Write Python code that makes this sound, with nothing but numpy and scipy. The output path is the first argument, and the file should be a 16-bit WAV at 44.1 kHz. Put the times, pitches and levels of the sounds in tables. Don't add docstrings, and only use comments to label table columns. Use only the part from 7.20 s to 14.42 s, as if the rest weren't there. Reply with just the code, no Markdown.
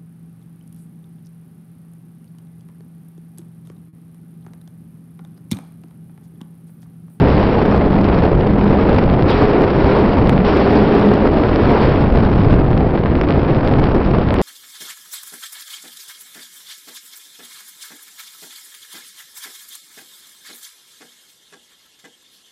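import sys
import numpy as np
from scipy import signal
from scipy.io import wavfile
from scipy.ndimage import uniform_filter1d

SR = 44100
rng = np.random.default_rng(int(sys.argv[2]) if len(sys.argv) > 2 else 0)


def file_out(sig):
    cols = np.atleast_2d(sig).T
    lim = np.clip(cols, -1, 1)
    pcm = np.round(lim * 32767).astype(np.int16)
    wavfile.write(sys.argv[1], SR, pcm)


N = 318244

# (time [s], level [dB])
WIND_LEVEL = [(0, -12.5), (.28, -18.5), (.85, -13), (1.4, -16), (1.9, -14), (2.3, -16), (3.15, -15),
              (3.4, -20), (4.0, -19.5), (4.3, -16), (4.7, -16), (4.9, -13), (5.35, -10), (5.5, -15),
              (5.68, -14), (5.85, -17.5), (7.22, -15.5)]
# (frequency [Hz], relative density [dB])
THUMP_COLOUR = [(8, -6), (25, -1), (70, 1), (140, 0.5), (260, -9.5), (600, -32.5)]
# (time [s], level [dB], width [ms])
STRONG_POPS = [(0.843, -7, 0.12), (0.988, -12, 0.092), (1.8387, -10.5, 0.13), (1.899, -7.5, .15),
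               (1.938, -9.5, 0.17), (2.0234, -8.5, .12), (2.0827, -12, 0.19), (2.6415, -12.5, 0.24),
               (3.072, -8, 0.11), (3.0941, -1, 0.14), (3.1781, -3, 0.19), (3.2026, -9.5, 0.25),
               (3.222, -20, 0.17), (4.2365, -8.5, 0.15), (4.2853, -11, 0.15), (4.359, -7, 0.084),
               (4.9568, -11.5, 0.099), (4.9734, -6.5, 0.18), (5.5308, -6.5, 0.23), (5.5765, -10, 0.12),
               (5.7036, -6, 2.9), (5.754, -7.5, .25), (5.7751, -8.5, 0.2), (5.8588, -3, 0.26),
               (5.917, -4, 1.5), (5.9533, -7.5, 0.18), (5.967, -2, 1.3), (6.0128, 2.5, 0.16),
               (6.087, -8.5, 0.13), (6.106, -3.5, 0.17), (6.1235, -8, 0.14), (6.347, -12, .13),
               (6.4748, -4, 0.12), (6.484, -7, .13), (6.5211, -11.5, 0.25), (6.538, -5, 0.17),
               (6.597, -2.5, 0.15), (6.64, -8, 0.11), (7.087, -6.5, 0.17), (7.1058, -4, 0.15),
               (7.141, -6.5, 0.15), (7.1857, -7.5, 0.13)]
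# (width [ms], rate [1/s], level [dB])
EDDY_SIZES = [(.16, 300, -28), (.4, 260, -19), (.8, 160, -15), (1.6, 50, -15)]
# (time [s], level [dB])
WALL_HISS = [(0, -31), (.17, -29.5), (.72, -37), (.95, -31.5), (1.15, -40.5), (1.65, -33), (2.07, -36.5),
             (2.085, -27.5), (2.45, -33), (2.72, -29.5), (2.9, -32), (3.24, -35.5), (3.25, -28.5),
             (3.85, -31), (4.08, -34), (4.65, -29), (4.9, -34.5), (5.35, -36), (5.45, -44.5), (6.03, -43),
             (6.11, -36), (7.22, -38.5)]
# (time [s], level [dB])
ROAR_LEVEL = [(0, -14), (1.0, -15), (1.5, -14.5), (2.2, -14.5), (3.1, -15), (4.6, -14.5), (5.0, -18),
              (5.9, -17), (7.22, -18)]
# (frequency [Hz], relative density [dB])
ROAR_COLOUR = [(70, -34), (150, -7), (280, 1), (450, -2), (800, -10), (1400, -23.5), (2500, -32),
               (5000, -62.5)]
# (frequency [Hz], relative density [dB])
HISS_COLOUR = [(400, -23), (900, 3), (1500, -4.5), (2500, -11), (3800, -19.5), (5200, -23), (6500, -30)]
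# (frequency [Hz], relative density [dB])
RUSH_COLOUR = [(1500, -3), (2500, 4.5), (4000, -0.5), (5800, -7)]
# (time [s], lower hum [dB], upper hum [dB])
HUM_LEVELS = [(0, -17.5, -23.5), (.35, -23, -25.5), (.7, -15, -23.5), (1.15, -18.5, -28.5), (1.5, -17, -26),
              (1.95, -15.5, -24.5), (2.2, -31.5, -13.5), (2.5, -28, -24.5), (2.75, -21, -17),
              (3.0, -17, -34.5), (3.25, -19.5, -22), (3.4, -21.5, -16.5), (3.9, -14, -15.5),
              (4.25, -30, -25.5), (4.5, -19, -19.5), (4.75, -30.5, -33.5), (5.3, -35, -36),
              (7.22, -36, -41.5)]
# (time [s], pitch [Hz])
LOW_HUM_PITCH = [(0, 195), (.55, 206), (1.15, 178), (1.27, 209), (1.6, 199), (1.95, 212), (2.6, 200),
                 (3.02, 212), (3.22, 194), (3.45, 208), (7.22, 202)]

SUCTION_SKEW = 0.24
EDDY_SPREAD_DB = 3.0
ROAR_FOLLOWS = 0.25
ROAR_LURCH_DB, ROAR_LURCH_S = 1.5, 0.028
HIGH_HUM_HZ = 412
HUM_WANDER, HUM_WANDER_S = 0.015, 0.15
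STEP = 4
FULL = 1 / np.sqrt(2)


def gain_of(db):
    return 10 ** (np.asarray(db) / 20)


def evened(x):
    return x / np.sqrt(np.mean(x ** 2) + 1e-20)


def column(table, index):
    rows = np.array(table)
    return np.interp(np.arange(N) / SR, rows[:, 0], rows[:, index])


def drift(seconds):
    size = max(int(seconds * SR), 1)
    once = uniform_filter1d(rng.standard_normal(N), size)
    return evened(uniform_filter1d(once, size))


def noise(colour, patchy_db, size):
    hz = np.fft.rfftfreq(size, 1 / SR)
    re, im, patches = rng.standard_normal((4 * N // size + 5, len(hz), 3)).T
    patches = uniform_filter1d(patches, size=10, axis=0)
    patches = evened(uniform_filter1d(patches, size=8, axis=1))
    f, db = np.transpose(colour)
    colour_db = np.interp(np.log(hz + 1), np.log(f), db, left=-90, right=-90)
    spectra = (re + 1j * im) * gain_of(colour_db[:, None] + patchy_db * patches)
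    sound = signal.istft(spectra, nperseg=size, noverlap=size - size // 4)[1]
    return evened(sound[:N])


def hiss_db():
    return column(WALL_HISS, index=1)


def gusty():
    return np.clip((-26 - hiss_db()) / 9, 0.2, 1.5)


def wind():
    push = noise(THUMP_COLOUR, patchy_db=0.4, size=4096)
    lumps = -np.exp(-SUCTION_SKEW * push)
    level_db = column(WIND_LEVEL, index=1) + 1.0 * drift(0.073)
    return gain_of(level_db) * evened(lumps - lumps.mean())


def pop(width_s):
    u = np.arange(-600, 601) / SR / width_s
    dip = -1 / np.sqrt(1 + u ** 2) ** 5.3
    return dip + 0.12 * np.exp(-abs(u) / 17.0)


def pops():
    out = np.zeros(N)
    clumps = gusty() * gain_of(4.0 * drift(0.0072))
    for width_ms, per_s, db in EDDY_SIZES:
        extra_db = EDDY_SPREAD_DB * np.minimum(rng.exponential(1, N), 2.5)
        starts = rng.random(N) < clumps * per_s / SR
        hits = gain_of(db + extra_db) * starts
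        out += signal.oaconvolve(hits, pop(width_ms / 1000), "same")
    for s, db, width_ms in STRONG_POPS:
        at = round(s * SR) - 560
        out[at:at + 1201] += gain_of(db) * pop(max(width_ms, 0.05) / 1000)[:N - at]
    return out


def road():
    level_db = hiss_db()
    flutter = gusty() * (drift(0.004) + 0.55 * drift(0.012))

    roar_db = column(ROAR_LEVEL, index=1) + ROAR_FOLLOWS * (level_db + 34)
    roar_db = roar_db + ROAR_LURCH_DB * gusty() * drift(ROAR_LURCH_S)
    roar = gain_of(roar_db + 1.2 * flutter) * noise(ROAR_COLOUR, patchy_db=0.45, size=2048)

    hiss = gain_of(level_db + 5.0 + 2.95 * flutter) * noise(HISS_COLOUR, patchy_db=0.5, size=512)

    rush_db = 5.1 * (level_db + 29) - 37.0
    rush = gain_of(rush_db) * noise(RUSH_COLOUR, patchy_db=3.0, size=512)
    return roar + hiss + rush


def engine():
    out = np.zeros(N)
    pitches = (column(LOW_HUM_PITCH, index=1), HIGH_HUM_HZ)
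    for index, hz in enumerate(pitches, start=1):
        wander = HUM_WANDER * drift(HUM_WANDER_S) + 0.022 * drift(0.03)
        turns = np.cumsum(hz * (1 + wander)) / SR
        level_db = column(HUM_LEVELS, index) + 3.07 * drift(0.035)
        out += gain_of(level_db) * np.sin(2 * np.pi * turns)
    return out


def scene():
    return (wind() + pops() + road() + engine())[None]


def low_pass(x):
    return signal.sosfilt(signal.butter(12, 15800, fs=SR, output="sos"), x)


def record(dry):
    bent = dry - 0.26 * (dry ** 2 - np.mean(dry ** 2))
    bent = signal.lfilter(*signal.butter(1, 6, "high", fs=SR), bent)

    smooth = signal.firwin(63, 5800, window=("kaiser", 8), fs=SR)[None]
    slow = signal.oaconvolve(bent, smooth, "same")[:, ::STEP]
    slow = np.clip(slow, -FULL, FULL)

    spread = np.zeros_like(dry)
    spread[:, ::STEP] = STEP * slow
    fill = signal.firwin(111, 5520, window=("kaiser", 8), fs=SR)[None]
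    rebuilt = signal.oaconvolve(spread, fill, "same")
    return low_pass(np.clip(rebuilt, -FULL, FULL))


dry = scene()
out = record(dry)
file_out(out)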